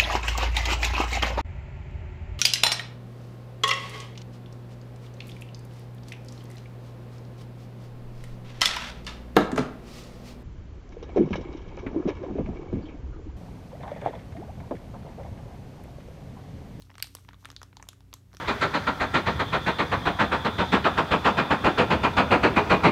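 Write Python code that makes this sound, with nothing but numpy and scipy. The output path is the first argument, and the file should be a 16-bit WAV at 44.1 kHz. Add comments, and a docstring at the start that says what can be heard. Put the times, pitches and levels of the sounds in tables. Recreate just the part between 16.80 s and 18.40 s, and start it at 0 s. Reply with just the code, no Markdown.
"""Thin plastic wrapper handled close to a small microphone in a quiet room.
From the start an appliance hums and throbs (wavering tones) over the hiss of the room (shaped noise),
and fingers slide faintly on the film (noise through resonances).
Soon creases buckle with short snaps, each ringing a few patches of film, the loud ones more.
A wall returns one echo of the handling and a short tail of decaying noise."""
import sys
import numpy as np
from scipy import signal
from scipy.fft import rfft, irfft
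from scipy.io import wavfile
from scipy.ndimage import uniform_filter1d

SR = 44100
rng = np.random.default_rng(int(sys.argv[2]) if len(sys.argv) > 2 else 0)


def dump_mix(stems):
    """Bounce the given channels to the path in sys.argv[1] as a 16-bit WAV at rate SR."""
    frames = np.atleast_2d(stems).T  # one column per channel
    limited = np.clip(frames, -1, 1)  # hard clip at full scale
    pcm = np.round(limited * 32767).astype(np.int16)
    wavfile.write(sys.argv[1], SR, pcm)


N = 70560  # length in samples


def undb(db):
    """Turn decibels into an amplitude factor."""
    return 10 ** (np.asarray(db, float) / 20)


def level(x, db):
    """Scale a sound to an rms level in dB."""
    return x * undb(db) / np.sqrt(np.mean(x ** 2))


def ring(x, hz, width):
    """Pass a sound through a resonance with gain 1 at its centre; a narrower width in Hz rings longer."""
    centre = min(hz, 0.42 * SR)
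    sharpness = max(hz / width, 0.6)
    b, a = signal.iirpeak(centre, sharpness, fs=SR)
    return signal.lfilter(b, a, x)


def walk(rate):
    """Slow random wander with spread near 1, made by smoothing `rate` random steps per second."""
    step = int(SR / rate)
    stairs = np.repeat(rng.standard_normal(N // step + 1), step)
    smooth = uniform_filter1d(uniform_filter1d(stairs, step), step)
    return 0.61 * smooth[:N]


# Low tones of the appliance. Each row: pitch in Hz, middle level in dB, size of its waver in dB.
LOW_HUM = [(54.06, -63, 4.5), (58, -62.5, -4), (92.7, -56, -1), (116.15, -70, 0), (120.5, -62, 3.5)]
HUM_IN_STEP_S = 0.02336  # all low tones swing upward through zero at this moment
HUM_FADE_DB_PER_S = -0.5


def low_hum():
    """Appliance tones, each wavering a little; tones close in pitch beat against each other as a throb."""
    t = np.arange(N) / SR
    tones = 0
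    for hz, db, waver_db in LOW_HUM:
        loudness = undb(db + waver_db * walk(10.7))
        tones = tones + loudness * np.sin(2 * np.pi * hz * (t - HUM_IN_STEP_S))
    fade = undb(HUM_FADE_DB_PER_S * (t - t.mean()))
    return np.sqrt(2) * tones * fade  # the root of 2 makes the tone levels rms


# How the upper hum comes and goes, before a small random waver.
# Each row: time in seconds, level of the lower tone in dB, level of the higher tone in dB.
UPPER_HUM = [(0.0, -95, -68), (0.062, -78, -67), (0.19, -71.5, -69.5), (0.342, -72, -62),
             (0.422, -71.5, -76.5), (0.502, -64, -60.5), (0.582, -63, -80), (0.708, -77, -60.5),
             (0.774, -70, -72), (1.024, -66, -66), (1.108, -70, -72.5), (1.368, -72, -67),
             (1.474, -65.5, -75), (1.6, -63, -68.5)]
# The middle pitches of the lower and the higher tone in Hz.
UPPER_HUM_HZ = (181.9, 276)


def upper_hum():
    """Two overtones of the appliance that waver in level and in pitch."""
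    t = np.arange(N) / SR
    times, *levels = np.array(UPPER_HUM).T
    tones = 0
    for hz, db in zip(UPPER_HUM_HZ, levels):
        loudness = undb(np.interp(t, times, db) + 1.5 * walk(14))
        pitch = hz + 1.86 * walk(7.74)
        tones = tones + loudness * np.sin(2 * np.pi * np.cumsum(pitch) / SR)
    return np.sqrt(2) * tones


# Colour of the room noise. Each row: frequency in Hz, relative strength per Hz in dB.
AIR_COLOUR = [(25, -28), (45, -0.5), (100, -1), (200, -6.5), (350, -10), (600, -19), (1100, -23.5),
              (2500, -27), (5000, -32), (9000, -35.5), (12500, -34), (15500, -33.5)]
AIR_DB, AIR_SWELL_DB = -62.5, 3  # level before the slow swell, size of the swell
AIR_TOP_HZ = 15800


def air():
    """Smooth rumble and hiss of room and microphone: white noise, coloured and slowly swelling."""
    f = np.fft.rfftfreq(N, 1 / SR) + 1  # 1 Hz more keeps the logarithm finite
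    hz, db = np.array(AIR_COLOUR).T
    colour = undb(np.interp(np.log(f), np.log(hz), db)) * (f > 20) * (f < AIR_TOP_HZ)
    noise = irfft(rfft(rng.standard_normal(N)) * colour, N)
    return level(noise, AIR_DB) * undb(AIR_SWELL_DB * walk(1.48))


# Fingers sliding on the film, before the random grain. Each row: time in seconds, level in dB.
SLIDE_LEVEL = [(0, -67.5), (0.051, -71.5), (.1, -79.5), (.2, -75.5), (.4, -69.5), (0.571, -84),
               (0.601, -70), (.64, -70), (.7, -73.5), (.8, -99), (1.1, -83), (1.25, -88), (1.501, -81),
               (1.6, -70.5)]
# Colour of that hiss. Each row: resonance in Hz, its width in Hz, relative level in dB.
SLIDE_RINGS = [(5800, 600, -10), (4000, 4100, -5.5), (12500, 1700, -11)]


def slide():
    """Grainy friction hiss of skin on film: noise through resonances, its level shaking fast and slowly."""
    hiss = 0
    for hz, width, db in SLIDE_RINGS:
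        hiss = hiss + undb(db) * level(ring(rng.standard_normal(N), hz, width), 0)
    times, db = np.array(SLIDE_LEVEL).T
    pressure_db = np.interp(np.arange(N) / SR, times, db)
    grain_db = 2.0 * walk(42.3) + 6.0 * walk(600)
    return level(hiss, 0) * undb(pressure_db + grain_db)


TICKS_PER_S, TICK_HZ = 78, 1180
TICK_DB, TICK_SPREAD_DB = -89.5, 2.5  # rms of all ticks together, spread from tick to tick


def ticks():
    """A sprinkle of faint dull ticks: random impulses through two broad resonances."""
    strengths = undb(TICK_SPREAD_DB * rng.standard_normal(N))
    impulses = (rng.random(N) < TICKS_PER_S / SR) * strengths
    dull = ring(ring(impulses, TICK_HZ, 1000), TICK_HZ, 1800)
    return level(dull, TICK_DB)


# How the film behaves by pitch.
# Each row: ring in Hz, decay of the buckling in seconds, sharpness (ring pitch over its width).
FILM = [(467, 0.0021, 1.37), (1230, 0.0022, 3.6), (3020, 0.0017, 4.74), (6000, 0.0017, 6.46),
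        (12300, 0.001, 8.9)]
LEVEL_S, RISE_S = 0.004, 0.0001  # patch levels are rms over LEVEL_S; the rattle rises within RISE_S
KICK = 4.65  # size of the jolt against the rattle
STAGGER_S = 0.0003  # typical delay of a patch's jolt
SKIRT = 2.47  # width of the second resonance over the first


def snap(rings, chance):
    """A jolt and a short rattle of buckling excite the patches of film, each a double resonance."""
    t = np.arange(chance.shape[1]) / SR
    film_hz, film_decay, film_sharpness = np.array(FILM).T
    out = 0
    for (hz, db), noise in zip(rings, chance):
        decay = np.interp(np.log(hz), np.log(film_hz), film_decay)
        sharpness = np.interp(np.log(hz), np.log(film_hz), film_sharpness)
        burst = noise * (1 - np.exp(-t / RISE_S)) * np.exp(-t / decay)
        # the last two noise values choose the moment and direction of the jolt
        jolt_at = int(abs(noise[-1]) * STAGGER_S * SR)
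        burst[jolt_at] += KICK * np.sign(noise[-2]) * np.sqrt(decay * SR) / 4
        width = hz / sharpness
        patch = ring(ring(burst, hz, width), hz, SKIRT * width)
        out = out + patch * undb(db) * np.sqrt(LEVEL_S * SR / np.sum(patch ** 2))
    return out


SIDEWAYS_BLUR_HZ = 1120  # the rings merge over this width


def merged(x):
    """Towards the walls: the snap as one short click, its rings smeared and all frequencies in step."""
    blur_bins = int(SIDEWAYS_BLUR_HZ * len(x) / SR)
    power = uniform_filter1d(np.abs(rfft(x)) ** 2, blur_bins, mode="mirror")
    click = irfft(np.sqrt(np.abs(power)), len(x))
    late_click = np.roll(click, SR // 2000)  # moved half a millisecond later
    return late_click * (np.arange(len(x)) < len(x) // 2)


# The clear snaps of the creases.
# Each row: start in seconds, then its patches from large to small, each as ring in Hz, level in dB.
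SNAPS = [(0.0215, [(1040, -63.5), (3010, -60.5), (4090, -54), (6370, -66), (8600, -61.0), (10770, -65)]),
         (0.069, [(1260, -66)]), (0.096, [(670, -74), (1010, -57.5), (1870, -60)]), (0.102, [(570, -61),
         (1020, -53.0), (1850, -57), (2780, -61), (3780, -68.0), (5170, -66)]), (0.1101, [(500, -66.5),
         (860, -62), (5500, -66), (9000, -75)]), (0.115, [(1040, -57), (1570, -67), (2030, -58.5),
         (3150, -70)]), (0.1419, [(1060, -59.5), (1510, -70), (3280, -61), (4100, -70)]),
         (0.1536, [(600, -58), (1230, -55.5), (1680, -57), (2150, -55), (2760, -57.5), (3810, -61),
         (4780, -70), (5780, -59)]), (0.1815, [(1150, -50), (1520, -54), (2210, -51), (3100, -55.5),
         (4410, -54), (5600, -57), (6820, -59.5), (8820, -56)]), (0.1961, [(880, -74), (1270, -56),
         (1980, -57), (4510, -58), (5530, -55)]), (0.2008, [(640, -57), (1250, -50.5), (2100, -50),
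         (3310, -50), (4040, -52), (6510, -62.5), (8600, -62)]), (0.225, [(520, -59.5), (1610, -39),
         (2240, -40.5), (3010, -33.5), (4520, -28), (5900, -36), (8680, -34), (12060, -32.0)]),
         (0.243, [(830, -52.5), (1410, -54), (3090, -48), (3910, -49), (4840, -63), (6380, -53)]),
         (0.2706, [(610, -66.0), (1250, -57), (5380, -52.5)]), (0.3507, [(520, -50), (1150, -46),
         (1630, -55), (3000, -49.5), (5380, -43), (8180, -45.0), (11400, -42.5), (14970, -51)]),
         (0.369, [(920, -61), (1560, -75), (2150, -59), (3560, -53.5)]), (0.386, [(930, -61), (1260, -57.5),
         (1880, -69)]), (0.4484, [(1160, -60.5), (2030, -60.5)]), (0.4835, [(1160, -59)]),
         (0.4864, [(1090, -58), (1540, -56.0), (3230, -66)]), (0.4887, [(470, -57.5), (1060, -47.5),
         (1650, -49.5), (3010, -52.5), (3820, -60), (5370, -61.0)]), (0.5087, [(1440, -56), (1930, -63)]),
         (0.532, [(1000, -51.0), (1610, -51.5), (2150, -56), (3840, -64), (6520, -66)]),
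         (0.5436, [(1070, -55.5), (2360, -65), (3500, -59), (4300, -72)]), (0.6274, [(1010, -59)]),
         (0.6407, [(1150, -58)]), (0.6477, [(990, -52), (1430, -53), (1910, -51.5), (3660, -48),
         (4940, -56), (7580, -68)]), (0.655, [(550, -56), (1290, -42), (1660, -44), (2500, -45.5),
         (3730, -53), (5030, -57), (6230, -54), (8790, -53.5), (10970, -56.5)]), (0.6879, [(2340, -58.5),
         (3390, -70), (6150, -63.5)]), (0.69, [(450, -58.0), (970, -55)]), (0.702, [(550, -59), (1200, -49),
         (1710, -53), (2790, -56.5), (3510, -51), (5290, -48.5), (7430, -57), (12550, -64)]),
         (0.715, [(500, -61), (1100, -54), (1820, -59), (3870, -59.5), (6210, -53.5), (9420, -67),
         (13540, -63)]), (0.728, [(680, -62), (1770, -60.5)]), (0.7642, [(1120, -62.0), (1490, -60.5),
         (1930, -53.5), (3740, -43), (4600, -45), (6880, -58.5), (9080, -61.5)]), (0.8163, [(550, -52.5),
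         (1270, -43.5), (2000, -56.5), (2560, -54.0), (3430, -58), (6130, -56.5)]), (0.8306, [(1020, -46.5),
         (1980, -59), (3320, -51.5), (4620, -52.5), (5660, -46), (7880, -60.5), (10970, -57)]),
         (0.9291, [(460, -66.0), (880, -59.0), (1430, -57), (2300, -59), (4060, -68)]),
         (0.956, [(1270, -65)]), (0.9688, [(500, -56), (970, -46), (2220, -57), (3360, -51), (4480, -51.5),
         (6690, -53.5), (11350, -72)]), (0.9983, [(900, -50), (1710, -58), (2550, -65), (3520, -76)]),
         (1.002, [(890, -49.5), (1260, -62), (1630, -65.0)]), (1.016, [(1090, -68)]),
         (1.026, [(1120, -47.5), (1700, -51), (2360, -53), (4510, -71), (6210, -48), (8820, -57.5),
         (11900, -66.5)]), (1.0394, [(990, -57.5)]), (1.053, [(1070, -69), (2920, -69)]),
         (1.0692, [(930, -59), (2300, -69)]), (1.0865, [(990, -52), (1820, -61.5), (3650, -75),
         (6560, -57)]), (1.0884, [(450, -60), (720, -53), (1480, -54.0), (2270, -55), (3400, -41.5),
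         (4230, -62), (5310, -49), (6800, -45.0), (9030, -50.5), (11250, -48)]), (1.131, [(620, -65.0),
         (1230, -53.5), (2640, -63), (5600, -63), (8580, -65)]), (1.179, [(470, -66)]),
         (1.206, [(950, -59.5), (3420, -64), (4460, -72), (5490, -67), (10500, -72.5)]),
         (1.329, [(560, -56.5), (950, -53), (1310, -60), (2300, -51.5), (3510, -54), (4710, -52.5),
         (6660, -67)]), (1.339, [(1030, -47.5), (2130, -54), (3530, -47.5), (4750, -47.5), (5960, -44.0),
         (7710, -50.5), (9920, -52.5), (12400, -49)]), (1.367, [(1300, -63)]), (1.5169, [(1460, -65)]),
         (1.5307, [(550, -74), (1120, -58), (1570, -66), (2500, -64.5), (4220, -63), (5810, -63)]),
         (1.5392, [(480, -58.5), (1030, -58), (1560, -60), (5100, -64), (9500, -66)]), (1.5425, [(640, -59),
         (1070, -57)]), (1.5479, [(400, -54), (940, -65), (1720, -58), (3110, -64), (4300, -60),
         (5590, -61), (13560, -61)]), (1.569, [(1340, -52), (2490, -59), (3410, -55.0), (5570, -49),
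         (7800, -66), (11400, -63)]), (1.58, [(5770, -65.5)])]
FLAP_HZ, FLAP_DB = 380, -11  # dull flap of the whole sheet, this far under the largest patch
# thin tick of the crease, under the smallest patch and weaker the further that rings from EDGE_HZ
EDGE_HZ, EDGE_DB, EDGE_DB_PER_OCTAVE = 14400, -6.0, -3


def snaps():
    """Buckling creases, each with flap and edge tick: towards the microphone, and towards the walls."""
    size = 640  # samples in one snap
    out = np.zeros((2, N + size))
    chances = rng.standard_normal((len(SNAPS), 12, size))  # noise for up to 12 rings a snap
    for (start, rings), chance in zip(SNAPS, chances):
        flap = (FLAP_HZ, rings[0][1] + FLAP_DB)
        smallest_hz, smallest_db = rings[-1]
        octaves = abs(np.log2(EDGE_HZ / smallest_hz))
        edge = (EDGE_HZ, smallest_db + EDGE_DB + EDGE_DB_PER_OCTAVE * octaves)
        near = snap([flap, edge, *rings], chance)
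        i = int(start * SR)
        out[:, i:i + size] += [near, merged(near)]
    return out[:, :N]


ECHO_S, ECHO_DB = 0.0057, -17
ECHO_BASS_CUT = 1  # the echo subtracts this much of the sample before, which thins the bass
WALL_DULL_HZ = 11300  # walls swallow the top
ROOM_DB, ROOM_RISE_S = -12, 0.00076  # energy of the tail, time it takes to build up
ROOM_GRAIN_DB = 4  # single reflections stand out of the tail
# Five bands of the tail, low to high; the edges of each in Hz.
BAND_FROM_HZ, BAND_TO_HZ = (300, 2500, 4500, 6500, 10000), (2500, 4500, 6500, 10000, SR)
# For each band in turn: the seconds it takes to fall by 60 dB.
ROOM_T60_S = (0.23, 0.23, 0.23, 0.27, 0.26)
# For each band in turn: its relative level in dB.
ROOM_TILT_DB = (1, 2, -1, 1.5, -0.5)


def room(x):
    """One early echo and a diffuse tail: noise that decays at its own pace in each band."""
    t = np.arange(SR // 2) / SR
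    f = np.fft.rfftfreq(len(t), 1 / SR)
    tail = 0
    for low, high, t60, db in zip(BAND_FROM_HZ, BAND_TO_HZ, ROOM_T60_S, ROOM_TILT_DB):
        spectrum = rfft(rng.standard_normal(len(t)))
        band = irfft(spectrum * ((f >= low) & (f < high)), len(t))
        tail = tail + undb(db) * band * undb(-60 * t / t60)
    grain = undb(ROOM_GRAIN_DB * walk(1500)[:len(t)])
    tail = tail * grain * (1 - np.exp(-(t / ROOM_RISE_S) ** 2))
    tail = tail * undb(ROOM_DB) / np.sqrt(np.sum(tail ** 2))
    i = int(ECHO_S * SR)
    tail[i:i + 2] += undb(ECHO_DB) * np.array([1, -ECHO_BASS_CUT])
    b, a = signal.butter(2, WALL_DULL_HZ, fs=SR)
    return signal.fftconvolve(signal.lfilter(b, a, x), tail)[:N]


def scene():
    """Hum and air lie under the handling, which is heard directly and by way of the room."""
    background = low_hum() + upper_hum() + air()
    front, sideways = slide() + ticks() + snaps()
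    return (background + front + room(sideways))[None]


MIC_ROLL_HZ, TOP_HZ = 14500, 16500


def record(dry):
    """The microphone rolls off gently in the treble and the chain cuts the top."""
    roll_off = signal.butter(3, MIC_ROLL_HZ, fs=SR, output="sos")
    top_cut = signal.ellip(10, 0.5, 70, TOP_HZ, fs=SR, output="sos")
    return signal.sosfilt(top_cut, signal.sosfilt(roll_off, dry))


dry = scene()
out = record(dry)
dump_mix(out)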